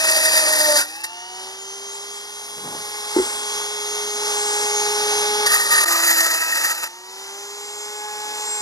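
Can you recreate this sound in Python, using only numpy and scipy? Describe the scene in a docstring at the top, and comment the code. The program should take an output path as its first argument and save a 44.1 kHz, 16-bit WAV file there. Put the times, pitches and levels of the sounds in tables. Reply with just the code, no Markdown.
"""Rotary tool grinding a steel axle

Close up in a small workshop, a handheld tool whines. Its stone grinds an axle held in a vice, lifts off
so that the motor speeds up, and grinds again. Between the passes a shoe scuffs and something knocks
hollow wood. In the second pass the level dips briefly and the pitch jumps down. The left microphone
leads the right by a fraction of a millisecond."""
import sys
import numpy as np
from scipy import signal
from scipy.fft import rfft, irfft, next_fast_len
from scipy.io import wavfile
from scipy.ndimage import uniform_filter1d, map_coordinates

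SR = 44100
rng = np.random.default_rng(int(sys.argv[2]) if len(sys.argv) > 2 else 0)


def file_out(sig):
    """Save sig as 16-bit WAV at sys.argv[1]."""
    # one column per channel
    cols = np.atleast_2d(sig).T
    # limit, then scale
    lim = np.clip(cols, -1, 1)
    pcm = np.round(lim * 32767).astype(np.int16)
    wavfile.write(sys.argv[1], SR, pcm)


N = 379701
TIME = np.arange(N) / SR
JUMP_S = 5.852  # the pitch drops and the level dips


def amp(db):
    return 10 ** (np.asarray(db) / 20)


def unit_rms(x):
    return x / np.sqrt(np.mean(x ** 2) + 1e-20)


def spectrum(points):
    """Gain against frequency through (f/Hz, level/dB) points on a log axis."""
    f, db = np.transpose(points)
    return lambda hz: amp(np.interp(np.log(hz + 1), np.log(f + 1), db))


def curves(rows):
    """One value per sample for each column after the time."""
    times, *columns = np.transpose(rows)
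    return [np.interp(TIME, times, column) for column in columns]


def wobble(rate):
    """A smooth random curve, rate knots a second."""
    return map_coordinates(rng.standard_normal(int(N * rate / SR) + 4), [TIME * rate])


def filtered(x, response):
    """x through a complex frequency response."""
    size = next_fast_len(N + SR // 2)
    return irfft(rfft(x, size) * response(np.fft.rfftfreq(size, 1 / SR)), size)[..., :N]


def modes(table):
    """The response of (f/Hz, width/Hz, level/dB) resonances, alternating in sign."""
    return lambda f: sum((-1) ** k * amp(db) * 1j * f * width / (hz * hz - f * f + 1j * f * width)
                         for k, (hz, width, db) in enumerate(table))


def turning_noise(turns, depth_db, rough_db):
    """Noise that swells once a turn, each moment at a chance strength."""
    return rng.standard_normal(N) * amp(depth_db * np.cos(2 * np.pi * turns) + rough_db * wobble(300))


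def shaft_speed(lag_s=.5, start_hz=319.6, after_jump_hz=339):
    """Turns a second: the rotor lags behind the speed that its load allows."""
    # allowed speed, low while the stone bites, high when it runs free: t/s, f/Hz
    allowed = [(0, 315), (.3, 310.8), (.5, 291.9), (.74, 255.5), (.81, 255.6), (.84, 426), (1.0, 428.6),
               (1.2, 405.7), (1.6, 414), (2.5, 421.3), (2.9, 420), (3.45, 414.7), (4.1, 417), (5.44, 419.5),
               (5.5, 402.3), (5.84, 379), (5.86, 334), (6.1, 320.4), (6.3, 303.2), (6.4, 329.2),
               (6.69, 335.8), (6.78, 400.3), (6.95, 433), (7.9, 426.4), (8.3, 425), (8.61, 420)]
    parts = np.split(curves(allowed)[0], [round(JUMP_S * SR)])
    pole = np.exp(-1 / (lag_s * SR))
    return np.concatenate([signal.lfilter([1 - pole], [1, -pole], part, zi=[pole * hz])[0]
                           for part, hz in zip(parts, (start_hz, after_jump_hz))])


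def air_rush(turns):
    """Air and brushes hiss through the resonances of the tool's housing."""
    # spectrum of air and brushes: f/Hz, level/dB
    air = [(40, -21), (100, -16.5), (200, -11), (350, -3), (550, -4.5), (730, 0.5), (900, 3.5), (1010, -2),
           (1110, 5.5), (1500, 0), (2200, .5), (2900, 1), (4000, 1), (6000, 0), (8000, -1), (10000, 0),
           (12000, -5.5), (13500, -12.5), (14500, -15), (15300, -21)]
    # housing resonances: f/Hz, width/Hz, level/dB over the rush
    housing = [(468, 6.4, 7.5), (579, 7.6, 9), (785, 18, 2.5), (885, 56, 6.5), (5270, 1000, -1),
               (7250, 150, 1)]
    # shelf on the rush above 9 kHz: t/s, gain/dB
    shelf = [(.8, -14), (1.2, -9.5), (2.1, -3), (2.6, 2.5), (3.1, -3), (5.4, -3.5), (6.9, -6), (7.6, -4.5),
             (8.6, -6)]
    noise = turning_noise(turns, depth_db=.8, rough_db=.5)
    rush = filtered(noise, lambda hz: spectrum(air)(hz) * np.hypot(1, abs(modes(housing)(hz))))
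    treble = filtered(rush, lambda hz: 1 / (1 + (9000 / (hz + 1)) ** 6))
    return unit_rms(rush + (amp(curves(shelf)[0]) - 1) * treble)


def motor_tones(turns, speed_hz, hum_db, twice_db, slots_db, full_speed_hz=418):
    """Shaft, bearings, commutator, fan and slots sing at multiples of the shaft speed."""
    # main tones (balls pass 2.553 times a turn and mix with the shaft):
    # multiple, index into family_db, level/dB within the family
    orders = [(1, 0, 0), (3, 0, -13), (5, 0, -25), (2, 1, 0), (4, 1, -9), (6, 1, -12), (2.553, 2, 0),
              (5.106, 2, -7), (7.77, 3, -6), (8, 3, -3), (8.23, 3, -6), (9, 3, -15), (24, 3, -19),
              (15, 6, 0), (15.77, 4, -11), (16, 4, 0), (16.23, 4, -10), (17, 5, -12), (18, 5, 0),
              (19, 5, -14)]
    # fainter bearing and fan tones: multiple, level/dB over the rush
    faint = [(3.553, -14), (4.553, -17), (5.106, -15), (5.447, -19), (6.106, -21), (6.659, -18),
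             (7.106, -23), (8.659, -20), (9.659, -18), (10, -21), (11.765, -19), (12, -18), (12.212, -21),
             (12.765, -15.5), (13, -18), (13.212, -21), (13.765, -21), (14, -22), (20, -28), (22.31, -27),
             (24.23, -30), (27, -29), (28, -33), (31, -36), (32, -36)]
    # tone levels over the rush: t/s, commutator/dB, bearings/dB, fan/dB
    buzz = [(0, 13, -4, 15), (.08, 13, -4, 14), (.12, 13, -3, 2), (.42, 12, -2, 3), (.52, 5, -1, 10),
            (.62, 2, -3, 3), (.8, -12, -18, 3), (.88, -2, -5, -2), (1.0, 3, -2, -5), (1.15, -1, -3, -9),
            (1.5, -6.5, -10.5, -10), (1.9, -6.5, -18.5, -7), (3, -10.5, -9, -12), (3.6, -6, -11, -11),
            (4.1, -9, -19, -8.5), (4.8, -14, -20.5, -6), (5.4, -10.5, -21, -21), (6.27, -20, -20, -10),
            (6.35, 7, -22, 2), (6.58, 7, -15, 0), (6.75, -5, -2.5, -5), (7, -14, -4, -13),
            (7.3, -11, -14, -8), (7.9, -9, -11, -8), (8.6, -8, -10, -12)]
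    # whistle at fifteen a turn: t/s, level/dB over the rush
    whistle = [(0, -5), (.08, 0), (.12, 9), (.29, 7), (.33, -5), (.4, 4), (.52, -8), (.8, -18), (1.35, -20),
               (1.5, -13), (2.1, -13), (2.7, -9), (3.2, -16), (3.7, -8), (4.4, -9), (5.2, -9), (5.5, -20),
               (7.1, -22), (7.3, -11), (7.5, -18), (7.8, -11), (8.3, -16), (8.61, -13)]
    # bench reflection, which cancels high tones now and then as the hand moves: t/s, strength 0-1
    bench = [(0, .5), (.9, .9), (3.9, .85), (4.1, .2), (5.2, .35), (6.8, .9), (7.8, .8), (8.1, .25),
             (8.61, .25)]
    commutator_db, bearing_db, fan_db = curves(buzz)
    reflection, = curves(bench)
    slow_db = 70 * np.log10(speed_hz / full_speed_hz)  # faint tones, fan and slots fade as it slows
    flutter_db = .48 * slow_db * wobble(35)
    family_db = [hum_db, twice_db + flutter_db, bearing_db, commutator_db,
                 fan_db + slow_db / 2, slots_db + slow_db / 2, curves(whistle)[0]]
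    partials = [(multiple, db + family_db[family]) for multiple, family, db in orders]
    partials += [(multiple, db + slow_db) for multiple, db in faint]
    unsettled = np.clip(-slow_db / 1.5, .15, 1)  # below full speed the high tones break up
    tones = np.zeros(N)
    for multiple, db in partials:
        high = multiple > 9
        drift = .12 * wobble(30) * np.sqrt(multiple)  # play in the bearings blurs each tone
        waver_db = np.log(1 + multiple) * (.45 * wobble(5) + (.5 + .6 * unsettled * high) * wobble(18))
        echo = reflection * high
        interference = np.sqrt(1 + 2 * echo / (1 + echo ** 2) * np.cos(2.5 * wobble(3)))
        phase = 2 * np.pi * (multiple * turns + rng.random()) + drift
        tones += interference * amp(db + waver_db) * np.sin(phase)
    return np.sqrt(2) * tones


def stone_contact(skip_t60_s=.068):
    """How hard the stone bites: two long passes, and short skips that swell and die."""
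    # pressure of the stone, one list a pass: t/s, level/dB
    passes = [
        [(0, -18.5), (.4, -17), (.7, -18), (.79, -17.5), (.87, -37.5), (.95, -44), (1.02, -44)],
        [(5.49, -27), (5.53, -20.5), (5.63, -25), (5.7, -22), (5.78, -18), (5.9, -18.5), (6.18, -19),
         (6.25, -22.5), (6.3, -20.5), (6.43, -24), (6.64, -22), (6.72, -23.5), (6.77, -34), (6.83, -26.5),
         (6.88, -39)],
    ]
    # skips on the steel: peak t/s, level/dB, rise/s
    skips = [(1.045, -24, .011), (.745, -17, .015), (.772, -14, .02), (.795, -17, .012), (.815, -21, .012),
             (6.207, -16, .008), (6.266, -15.5, .01), (5.468, -16, .01), (5.522, -17, .008),
             (5.552, -21, .008), (5.612, -24, .012), (5.715, -23, .012), (5.745, -21, .012),
             (5.775, -20, .015), (5.81, -22, .012), (6.11, -20, .01), (6.557, -21, .01), (6.575, -22, .01),
             (6.645, -22, .012), (6.714, -25, .012), (6.752, -26, .01), (6.78, -25, .008),
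             (6.842, -22, .025)]
    bite = sum(amp(curves(rows)[0]) * (TIME >= rows[0][0]) * (TIME < rows[-1][0]) for rows in passes)
    for peak_s, db, rise_s in skips:
        age = TIME - peak_s
        rise = np.clip(1 + age / rise_s, 0, 1)
        bite = np.hypot(bite, rise * amp(db - 60 * np.maximum(age, 0) / skip_t60_s))
    return bite


def steel_ring(force, table, spot):
    """The modes answer with the strengths of the spot being ground; spots blend over 20 ms."""
    ring = np.zeros(N)
    for k in range(spot.max() + 1):
        share = uniform_filter1d(1. * (spot == k), size=SR // 50)
        response = modes([(hz, width, db[k]) for hz, width, *db in table])
        ring += share * unit_rms(filtered(force, response))
    return ring


def grinding(turns, spot_changes_s=(.765, 3, 6.03)):
    """Grains tear off under the uneven stone and shake the axle and the vice at their modes."""
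    # spectrum of torn grains: f/Hz, level/dB
    torn_grains = [(40, -41), (100, -83), (200, -18.5), (350, -11), (600, -6), (900, -2), (1500, -1),
                   (2200, -2), (3200, -6), (4200, -2), (6000, -1), (8000, -1), (10000, -5.5),
                   (12000, -10.5), (13500, -8), (14500, -45), (15300, -50)]
    # axle modes: f/Hz, width/Hz, level/dB in each of the two passes
    axle_modes = [(1860, 60, 6, 9.5), (3550, 100, -10, -13), (3900, 120, -8, -12), (4050, 80, -14, -7),
                  (4740, 100, -1, -4), (5000, 150, -4, -8), (5800, 250, -9, -18), (6520, 90, -14, -5),
                  (7000, 200, -5, -5), (8600, 150, 0, -3), (8790, 100, -8, -4), (9150, 100, -8, -8),
                  (10300, 60, -3, -3), (11050, 150, -7, -7), (12310, 45, -1, -1), (12750, 120, -13, -13),
                  (13700, 70, -7, -7), (14250, 80, -8, -8), (14750, 100, -7, -7)]
    # vice modes: f/Hz, width/Hz, level/dB with the stone at each of four spots
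    vice_modes = [(600, 45, 3, -8, -16, -16), (800, 50, -8, -12, -14, -14), (920, 80, -7, -9, -10, -10),
                  (1230, 50, -9, -8, 3, -10), (1310, 60, -10, -8, -8, -3), (1440, 110, -14, -2, -14, -12),
                  (1600, 80, -9, -6, -9, -7), (1920, 80, -12, -8, -6, -6), (2550, 130, -4, -6, -7, -7)]
    # how the stone sits: t/s, axle/dB and vice/dB over the grit, blows/dB over the grains
    seating = [(0, 2, -11, -4), (.45, 1.5, -10.5, -1.5), (.6, 1.5, -14, 6.5), (.76, 2, -11.5, 4.5),
               (.8, -1.5, -2, -8), (.9, 4.5, -9, -15), (1.1, 6, -21, -19), (5.45, 7, -0.5, -11),
               (5.65, 3.5, -3, -9), (5.85, 4, -1, -7), (6.0, 2.5, -1.5, 1), (6.07, 4, -8.5, -1),
               (6.3, 2.5, -7.5, -1), (6.4, 0, -13, 5), (6.55, 2.5, -8, -1), (6.9, 1, 2, -9)]
    axle_db, vice_db, blow_db = curves(seating)
    spot = np.searchsorted(spot_changes_s, TIME)
    bite = stone_contact()
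    chatter = bite * amp(.8 * wobble(30) + 1.1 * wobble(80))
    grit = unit_rms(filtered(turning_noise(turns, depth_db=-1.5, rough_db=.54), spectrum(torn_grains)))
    # the stone's high spot strikes once a turn, a little early or late as it bounces
    strike_phase = 2 * np.pi * (turns + .015 * wobble(60))
    blows = sum(np.cos(k * strike_phase) for k in range(2, 7)) / 5
    grains = turning_noise(turns, depth_db=2, rough_db=-1)
    force = grains + amp(blow_db + 1.2 * wobble(14) + 1.8 * wobble(45)) * blows
    spurts = grains * amp(1.5 * wobble(55))
    axle = steel_ring(spurts, axle_modes, (spot > 1) * 1)
    vice = steel_ring(force, vice_modes, spot)
    vice *= amp(vice_db + wobble(12) + 2.2 * wobble(60))  # the grip shifts and the stone chatters
    overtones = sum(np.cos(k * strike_phase) for k in range(3, 6)) / 5
    airborne = amp(blow_db - 9 + 2 * wobble(15)) * overtones  # straight from the tool to the microphone
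    lightness_db = np.clip(-20 - 20 * np.log10(bite + 1e-6), -5, 20)
    axle *= amp(axle_db + .21 * lightness_db + 1.5 * wobble(13))  # a light touch lets the axle ring
    return chatter * (grit + airborne + axle + vice)


def grain_ticks():
    """Single hard grains catch the steel with a sharp tick."""
    # catches: t/s, peak/dB
    catches = [(0.1894, 0), (5.4633, 5), (5.5206, -2), (5.5264, -1), (6.2057, -4), (6.2642, -10),
               (6.712, -14), (6.842, -15)]
    # broad ring of a tick: f/Hz, width/Hz, level/dB
    tick_modes = [(1900, 740, -30), (5000, 2700, 25), (9500, 4000, -4)]
    impulses = np.zeros(N)
    for start_s, db in catches:
        impulses[round(start_s * SR)] = amp(db)
    ticks = filtered(impulses, modes(tick_modes))
    return ticks / np.abs(ticks).max() * impulses.max()


def room_rumble(rush_db, thud_s, thud_t60_s=.39):
    """The room's low rumble swells with the rush, and the floor answers the knock with a thud."""
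    # spectrum of the rumble: f/Hz, level/dB
    room = [(25, -20), (60, 4.5), (120, -45), (250, 13), (500, -33), (1000, -46)]
    age = TIME - thud_s
    thud = (age > 0) * amp(-34 - 60 * abs(age) / thud_t60_s)
    swell = amp(-50.5 + .98 * (rush_db - rush_db.max()) + 1.6 * wobble(2.45))
    return (thud + swell) * unit_rms(filtered(rng.standard_normal(N), spectrum(room)))


def shoe_scuff(peak_s=2.663, hold_s=.063, rise_db_per_s=129, fall_db_per_s=118):
    """A sole rubs the floor in one dull, rough swell of noise."""
    # spectrum of the sole: f/Hz, level/dB
    sole = [(40, -24), (90, -6.5), (170, 4), (300, 1.5), (700, -2.5), (1100, 0), (2000, -25)]
    age = TIME - peak_s
    shape_db = np.minimum(np.minimum(rise_db_per_s * age, 0), fall_db_per_s * (hold_s - age))
    envelope = amp(-32.5 + shape_db + 1.5 * wobble(65))
    return envelope * unit_rms(filtered(rng.standard_normal(N), spectrum(sole)))


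def wood_knock(attack_s=.0006):
    """A few quick bounces ring a hollow wooden thing, too small to push deep bass."""
    # bounces: t/s, relative level/dB
    bounces = [(3.164, -9), (3.173, -8), (3.185, -10.5), (3.198, -11.5), (3.217, -22), (3.231, -27)]
    # modes of the wood: f/Hz, level/dB, t60/s
    wood = [(256.2, -4.5, 0.13), (328, -5, 0.11), (372, 8, 0.064), (456, 0.5, 0.021), (590, -14, 0.014),
            (874, -6.5, 0.072), (1370, 6, 0.005), (2046, -14.5, 0.11), (2900, -27, .02)]
    knocks, t = np.zeros(N), np.arange(SR // 4) / SR
    attack = 1 - np.exp(-t / attack_s)
    for start_s, bounce_db in bounces:
        ring = sum(amp(db + rng.normal(0, 1.5) - 60 * t / t60)
                   * np.sin(2 * np.pi * (hz * t + rng.random())) for hz, db, t60 in wood)
        knocks[round(start_s * SR):][:len(t)] += amp(bounce_db - 3) * ring * attack
    return filtered(knocks, lambda hz: 1 / np.sqrt(1 + (150 / (hz + 1)) ** 4))


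def walls(x, t60_s):
    """The workshop walls return a short diffuse tail."""
    t = np.arange(SR // 3) / SR
    tail = rng.standard_normal(len(t)) * amp(-60 * t / t60_s)
    return signal.fftconvolve(x, tail / np.linalg.norm(tail))[:N]


def scene():
    """The tool, the knock and the floor from close by, with a little of the small room."""
    # the running tool: t/s, air rush/dB; over the rush: unbalance hum/dB, twice a turn/dB, slots/dB
    tool = [(0, -38.5, -7.5, 6, -10), (.74, -40, 1.5, 2, -12), (.8, -36, -8, -20, -13),
            (.86, -38.5, -12.5, -22, -14), (1.03, -38, -14, -19, -13), (1.1, -37.5, -15, -7, -13),
            (1.2, -36, -14, -6, -10), (1.45, -36, -5.5, -4, -13), (1.62, -35.5, -6, -12, -1),
            (1.8, -35, -3.5, -14, -9), (2.4, -34.5, -9.5, -13.5, -8), (2.7, -34, -5.5, -6, -5),
            (3.3, -28.5, -8.5, -6, -2), (3.9, -27.5, -2, -14.5, -10), (4.5, -23.5, -3, -4.5, -2),
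            (5.455, -21, -1.5, -4, -36), (5.485, -24, -9, -6, -16), (5.6, -27, -6.5, -15, -2),
            (6.2, -41, 3.5, 2, -16), (6.4, -34.5, -13.5, -9, -9), (6.9, -39, -12, -21, -9),
            (7.25, -36.5, -4, -6.5, -12), (7.8, -34, -2, -9.5, -3), (8.05, -33.5, -4, 3, -10.5),
            (8.61, -29.5, -8, -4.5, 4)]
    rush_db, hum_db, twice_db, slots_db = curves(tool)
    speed_hz = shaft_speed()
    turns = np.cumsum(speed_hz) / SR
    rush = air_rush(turns)
    tones = motor_tones(turns, speed_hz, hum_db, twice_db, slots_db)
    motor = amp(rush_db) * (amp(2 + 1.23 * wobble(7)) * rush + tones)
    near = motor + grinding(turns) + grain_ticks() + wood_knock() + shoe_scuff()
    near += room_rumble(rush_db, thud_s=3.164)
    return np.tile(near + amp(-18) * walls(near, t60_s=.25), (2, 1))


def record(dry, lag_samples=(8.3, 7.33), dip_s=.0091, top_hz=15655):
    """A stereo pair, the right side late; at the pitch jump the level dips and the lag shortens."""
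    # microphone response: f/Hz, gain/dB
    microphone = [(20, 2), (150, -5), (300, -4), (13500, -2), (14600, -34), (15200, -2), (16000, -50)]
    before, after = (filtered(dry[1], lambda hz: np.exp(-2j * np.pi * hz * lag / SR))
                     for lag in lag_samples)
    pair = np.array([dry[0], np.where(TIME < JUMP_S, before, after)])
    pair = pair / (1 + abs(pair / .95) ** 6) ** (1 / 6)  # the input rounds off the highest peaks
    dip = np.clip(abs(TIME - JUMP_S) / dip_s, .05, 1)
    return filtered(pair * dip, lambda hz: spectrum(microphone)(hz) * (hz < top_hz))


dry = scene()
out = record(dry)
file_out(out)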